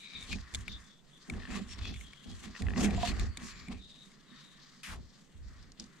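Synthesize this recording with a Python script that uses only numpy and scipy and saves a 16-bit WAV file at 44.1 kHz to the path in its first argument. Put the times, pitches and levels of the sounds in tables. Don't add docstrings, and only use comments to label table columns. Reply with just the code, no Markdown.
import sys
import numpy as np
from scipy import signal
from scipy.fft import rfft, irfft, next_fast_len
from scipy.io import wavfile
from scipy.ndimage import map_coordinates

SR = 44100
rng = np.random.default_rng(int(sys.argv[2]) if len(sys.argv) > 2 else 0)


def transcribe(signal):
    frames = np.atleast_2d(signal).T
    limited = np.clip(frames, -1, 1)
    pcm = np.round(limited * 32767).astype(np.int16)
    wavfile.write(sys.argv[1], SR, pcm)


N = 264600

# (start [s], end [s], scrape level [dB], wood offset [dB])
CUT_STROKES = [(0.262, 0.333, -48.5, -14), (0.66, 0.728, -57, -16), (1.485, 1.573, -53.5, 4.5),
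               (1.67, 1.736, -55, -9), (1.769, 1.888, -53.5, -3), (2.42, 2.446, -57.5, 3),
               (2.53, 2.593, -55, -2.5), (2.754, 2.847, -44, 3.5), (2.911, 3.052, -50.5, -3.5),
               (3.005, 3.101, -44.5, 0), (3.183, 3.203, -51.5, 0.5), (3.376, 3.508, -57, 0),
               (3.69, 3.73, -59, 7), (5.765, 5.818, -61, -15)]
# (time [s], rustle level [dB], wood offset [dB])
LIGHT_TOUCH = [(0, -67, 0), (.25, -57, -2.5), (.45, -68.5, 7), (.8, -66, 7.5), (1.01, -75, -2.5),
               (1.35, -62.5, 5.5), (2.0, -66.5, -1), (2.35, -60, -2), (2.68, -65, 6), (3.16, -58.5, 6),
               (3.29, -70, 10), (3.62, -65.5, 5.5), (3.87, -73.5, -7), (4.35, -66.5, 3), (4.8, -67.5, -1),
               (5.3, -74, -1), (5.56, -78, 9), (6, -70.5, 2.5)]
# (time [s], level [dB], dull over bright [dB])
BLADE_CATCHES = [(0.135, -48, 0), (0.329, -26.5, 6.5), (0.539, -23, -13), (0.5474, -14, -13),
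                 (0.5536, -19, -21), (0.6802, -27, 4), (1.2986, -23, -2.5), (1.941, -35, 4),
                 (1.9607, -39, 5.5), (2.0103, -42.5, 4.5), (2.133, -38.5, 3.5), (2.621, -25, -3),
                 (2.907, -30.5, -1.5), (3.1958, -21, -4), (3.372, -20, -7), (3.684, -33, -1.5),
                 (4.117, -43, -7)]
# (start [s], end [s], bench level [dB], panel level [dB])
HAND_PUSHES = [(0.121, 0.248, -55.5, -55), (0.28, 0.376, -43, -47.5), (0.513, 0.616, -42, -55),
               (0.658, 0.75, -47.5, -54.5), (1.279, 1.398, -44, -44.5), (1.474, 1.586, -44, -41.5),
               (1.606, 1.763, -51.5, -56), (1.763, 1.927, -41, -48.5), (1.972, 2.08, -57, -57),
               (2.245, 2.335, -45, -51), (2.412, 2.496, -51, -49), (2.593, 2.74, -35, -41.5),
               (2.758, 2.893, -32, -33), (2.898, 3.123, -36, -38.5), (3.148, 3.253, -33, -43),
               (3.364, 3.425, -47.5, -50), (3.417, 3.65, -53.5, -58.5), (3.672, 3.744, -46, -44.5),
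               (4.867, 4.984, -45, -51), (5.327, 5.468, -43, -85), (5.55, 5.69, -57.5, -65),
               (5.783, 5.811, -60.5, -49)]
# (time [s], level [dB])
EDGE_SLIPS = [(0.386, -41), (1.3379, -38), (1.4012, -40.5), (1.4212, -38), (1.4341, -38), (1.4535, -34.5),
              (1.475, -37.5), (1.504, -37), (1.5373, -38), (2.5524, -35), (2.5631, -34), (2.6677, -33),
              (2.6852, -29.5), (2.7057, -32.5), (2.7366, -32), (2.7621, -31), (2.883, -39)]
# (time [s], level [dB])
BLADE_TAPS = [(5.627, -47), (5.719, -41), (5.7978, -27), (5.804, -35.5), (5.841, -42)]
# (time [s], level [dB])
RIM_KNOCKS = [(2.976, -35), (3.031, -25.5)]
# (start [s], end [s], level [dB], centre [Hz])
HISS_BANDS = [(0, 0.14, -53, 3820), (0.145, 0.24, -49, 3710), (0, 0.3, -58, 2350),
              (0.315, 0.333, -44, 2450), (0.685, 0.78, -49, 3600), (0.83, 1.0, -64, 3520),
              (1.12, 1.21, -59, 3450), (1.5, 1.64, -59, 7300), (1.69, 1.75, -56, 5500),
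              (1.82, 1.98, -54, 3450), (1.82, 1.96, -56, 2600), (2.03, 2.36, -62, 3300),
              (2.95, 3.05, -54, 7250), (3.07, 3.095, -47, 4350), (3.13, 3.38, -64, 4500),
              (3.45, 3.68, -64, 7200), (3.42, 3.8, -62, 2350), (3.79, 4.07, -59.5, 3750),
              (4.27, 4.6, -64, 3780)]

# (frequency [Hz], width [Hz], gain [dB])
BLADE_MODES = [(3230, 1040, 1), (4550, 1320, 2), (6680, 2240, -2.5), (9100, 3500, -15)]
# (frequency [Hz], width [Hz], gain [dB])
WOOD_MODES = [(1102, 202, 2.5), (1876, 435, 3), (2680, 280, -1)]
# (frequency [Hz], width [Hz], gain [dB])
TIP_MODES = [(2250, 300, 4), (3600, 450, 4), (5300, 1000, -5), (6950, 1200, -1)]
# (frequency [Hz], width [Hz], gain [dB])
PANEL_MODES = [(160.5, 64.6, -5.5), (205.2, 27.1, 0.5), (246.6, 23, -1.5), (309, 60.4, -6.5),
               (388.5, 72.6, -9)]
# (frequency [Hz], width [Hz], gain [dB])
CRUNCH_MODES = [(440.6, 57, 1), (749, 156, -1.5)]
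# (frequency [Hz], width [Hz], gain [dB])
BENCH_MODES = [(30.4, 19, -1.5), (62.1, 16.7, 2), (88, 27, -0.5), (123, 38, -7.5)]
# (frequency [Hz], gain [dB], t60 [s])
SLIP_MODES = [(1860, -3.5, .022), (2590, -5.5, 0.009)]
# (frequency [Hz], gain [dB], t60 [s])
HOLE_MODES = [(706, 4.5, 0.11), (967, -3, 0.085)]

# (frequency [Hz], relative level [dB])
ROOM_SPECTRUM = [(25, 3), (60, -8), (105, -40), (140, 5.5), (210, -4), (420, -12), (800, -19),
                 (4000, -27.5), (8000, -26), (10000, -43), (14000, -27.5)]
# (frequency [Hz], likeness [0-1])
PORT_LIKENESS = [(40, 0.47), (2000, 0.64), (12000, 0.02)]
# (frequency [Hz], left minus right [dB])
PORT_BALANCE = [(30, 0), (150, -4), (600, -3.5), (2500, 6), (6000, 1.5), (13000, -2)]

SNAP_T60_S = 0.019
TIME = np.arange(N) / SR
BURST_TIME = TIME[:SR // 20]


def paring():
    splinters_per_s, splinter_db, swing_db, fizz_hz = 260, 10, 2.5, 9900
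    touch_db, wood_offset_db = curves(LIGHT_TOUCH)
    touch_db = touch_db + 2.3 * wobble(12)
    blade_cuts = [(start, end, db) for start, end, db, _ in CUT_STROKES]
    wood_cuts = [(start, end, db + offset) for start, end, db, offset in CUT_STROKES]
    blade_db = efforts(blade_cuts, attack_s=0.024, build_db=6, fall_db_per_s=441, rest_db=touch_db)
    wood_db = efforts(wood_cuts, attack_s=0.024, build_db=2.5, fall_db_per_s=305)
    snapped = rng.random(N) < splinters_per_s / SR
    splinters = snapped * amp(splinter_db + 5.3 * rng.standard_normal(N)) * [[1], [.3]]
    fibres = (grit(0.55) + splinters) * amp(swing_db * wobble(90))
    crackle = fibres + amp(6) * splinters

    def ring(feed, modes):
        return unit(sum((-1) ** k * amp(swing_db * wobble(13)) * filtered(feed, ringing([mode]))
                        for k, mode in enumerate(modes)))

    treble = unit(filtered(fibres, lambda hz: (hz / fizz_hz) ** 4 / (1 + (hz / fizz_hz) ** 4)))
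    fizz = amp(1.07 * blade_db - 5.5) * treble
    rustle = amp(touch_db + wood_offset_db) * unit(filtered(grit(1), ringing(WOOD_MODES[:2])))
    blade = amp(blade_db + 4) * ring(fibres, BLADE_MODES)
    wood = amp(wood_db) * ring(crackle, WOOD_MODES)
    return fizz + blade + wood + rustle


def shaking():
    lag_s = 0.018
    bench_pushes = [(start + lag_s, end + lag_s, db) for start, end, db, _ in HAND_PUSHES]
    panel_pushes = [(start, end, db) for start, end, _, db in HAND_PUSHES]
    bench_db = efforts(bench_pushes, attack_s=0.018, fall_db_per_s=201, rest_db=-83.5)
    panel_db = efforts(panel_pushes, attack_s=0.018, fall_db_per_s=251, rest_db=-67)
    force = grit(3.6)
    panel = unit(filtered(force, lambda hz: ringing(PANEL_MODES)(hz) ** 2))
    crunch = unit(filtered(force, ringing(CRUNCH_MODES)))
    bench = unit(filtered(grit(2.44), lambda hz: ringing(BENCH_MODES)(hz) ** 2))
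    return (amp(panel_db + 2.5 * wobble(18)) * panel
            + amp(1.315 * panel_db) * crunch
            + amp(bench_db + 2.04 * wobble(14)) * bench)


def catches():
    dull, bright = np.zeros((2, 2, N))
    for start, db, dull_db in BLADE_CATCHES:
        snap = burst(db)
        snap[0, 0] += amp(db - 0.5)
        bright_share = np.sqrt(np.clip(1 - amp(2 * dull_db), .1, 1))
        add_at(dull, start, snap * amp(dull_db + 3))
        add_at(bright, start, snap * bright_share * amp(-4))
    bright_modes = TIP_MODES[1:] + BLADE_MODES[3:]
    return filtered(dull, ringing(TIP_MODES[:1])) + filtered(bright, ringing(bright_modes))


def slips():
    ticks, kicks = np.zeros((2, N))
    for start, db in EDGE_SLIPS:
        for hz, gain_db, t60 in SLIP_MODES:
            detune = 1 + .04 * rng.standard_normal()
            add_at(ticks, start, damped_sine(BURST_TIME, hz * detune, db + gain_db, t60))
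    for start, db, *_ in EDGE_SLIPS + BLADE_CATCHES:
        kicks[round(start * SR)] = amp(db + 1.5)
    jolts = filtered(kicks, ringing(PANEL_MODES[1:3] + CRUNCH_MODES))
    return (ticks + jolts) * [[1], [.3]]


def taps():
    bursts = np.zeros((2, N))
    for start, db in BLADE_TAPS:
        add_at(bursts, start, burst(db))
    return filtered(bursts, ringing(BLADE_MODES[1:3]))


def knocks():
    out, rise_s = np.zeros(N), 0.0014
    for start, db in RIM_KNOCKS:
        age = np.clip(TIME - start, 0, None)
        ring = sum(damped_sine(age, *mode) for mode in HOLE_MODES)
        out += amp(db) * ring * (1 - np.exp(-age / rise_s))
    return out * [[.8], [-.7]]


def hisses():
    flutter_db, half_width_hz = 2.2, 160
    cos_noise, sin_noise = (
        unit(filtered(grit(flutter_db), lambda hz: 1 / (1 + (hz / half_width_hz) ** 2)))
        for _ in range(2))
    drifting_time = np.cumsum(1 + 0.008 * wobble(9)) / SR
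    out = np.zeros((2, N))
    for start, end, db, hz in HISS_BANDS:
        fade_in = (TIME - start + .01) / min(.04, end - start)
        fade_out = (end - TIME + .02) / min(.12, end - start)
        swell = np.sqrt(np.clip(np.minimum(fade_in, fade_out), 0, 1))
        phase = 2 * np.pi * hz * drifting_time
        out += amp(db) * swell * (cos_noise * np.cos(phase) + sin_noise * np.sin(phase))
    return out * amp(flutter_db * wobble(29.84))


def swish():
    start, end, from_hz, to_hz, tilt_db_per_octave = 4.8315, 4.94, 2700, 1250, -6.5
    hz, t, spectrum = signal.stft(rng.standard_normal((2, N)), SR, nperseg=256)
    progress = np.clip((t - start) / (end - start), 0, 1.5)
    centre_hz = from_hz * (to_hz / from_hz) ** progress
    ratio = (hz[:, None] + 1) / centre_hz
    low_cut = 1 / (1 + (2 * ratio) ** -6)
    peak = .8 * np.exp(-(np.log(ratio) / .2) ** 2)
    tilt = amp(tilt_db_per_octave * np.maximum(progress, 1) ** 2 * np.log2(1 + ratio))
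    noise = unit(signal.istft(spectrum * tilt * (low_cut + peak), SR, nperseg=256)[1][:, :N])
    return noise * amp(efforts([(start, end, -45.5)], attack_s=.002, fall_db_per_s=290))


def room_tone():
    return amp(-63) * unit(filtered(rng.standard_normal((2, N)), lambda hz: amp(along(ROOM_SPECTRUM, hz))))


def amp(db):
    return 10 ** (np.asarray(db) / 20)


def unit(x):
    return x / np.sqrt(np.mean(x ** 2) + 1e-20)


def along(points, hz):
    knots_hz, values = np.transpose(points)
    return np.interp(np.log(hz + 1), np.log(knots_hz + 1), values)


def curves(rows):
    times, *columns = np.transpose(rows)
    return [np.interp(TIME, times, column) for column in columns]


def wobble(rate):
    return map_coordinates(rng.standard_normal(int(N * rate / SR) + 4), [TIME * rate])


def grit(spike_db):
    return rng.standard_normal((2, N)) * amp(spike_db * wobble(400))


def burst(db):
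    return amp(db - 60 * BURST_TIME / SNAP_T60_S) * rng.standard_normal((2, len(BURST_TIME)))


def damped_sine(t, hz, db, t60):
    return amp(db - 60 * t / t60) * np.sin(2 * np.pi * hz * t)


def add_at(track, start_s, sound):
    track[..., round(start_s * SR):][..., :sound.shape[-1]] += sound


def efforts(rows, attack_s, fall_db_per_s, build_db=0, rest_db=-120):
    power = amp(2 * rest_db)
    for start, end, db in rows:
        hold = np.clip((TIME - start) / attack_s, 0, 1)
        progress = np.clip((TIME - start) / (end - start), 0, 1)
        shape_db = build_db * (progress - 1) - fall_db_per_s * np.clip(TIME - end, 0, None)
        power = power + hold ** 2 * amp(2 * (db + shape_db))
    return 10 * np.log10(power)


def filtered(x, response):
    size = next_fast_len(N + SR // 2)
    return irfft(rfft(x, size) * response(np.fft.rfftfreq(size, 1 / SR)), size)[..., :N]


def ringing(modes):
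    return lambda hz: sum(
        (-1) ** k * amp(db) * 1j * hz * width / (centre ** 2 - hz ** 2 + 1j * hz * width)
        for k, (centre, width, db) in enumerate(modes))


def microphone_ports(pair):
    def width(hz):
        angle = np.arccos(np.clip(along(PORT_LIKENESS, hz), -1, 1)) / 2
        return np.array([np.cos(angle), np.sin(angle)])

    def placement(hz):
        split = np.array([[.5], [-.5]])
        lag_s = 4e-5 / (1 + (hz / 6000) ** 2)
        return amp(along(PORT_BALANCE, hz) * split) * np.exp(-2j * np.pi * hz * lag_s * split)

    mid, side = filtered(pair, width)
    return filtered(np.array([mid + side, mid - side]), placement)


def scene():
    knife = paring() + shaking() + catches() + slips() + taps() + knocks()
    return microphone_ports(knife + hisses() + swish() + room_tone())


def record(dry):
    roll_off_hz, limit_hz = 12500, 15700
    return filtered(dry, lambda hz: (hz < limit_hz) / (1 + (hz / roll_off_hz) ** 11))


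dry = scene()
out = record(dry)
transcribe(out)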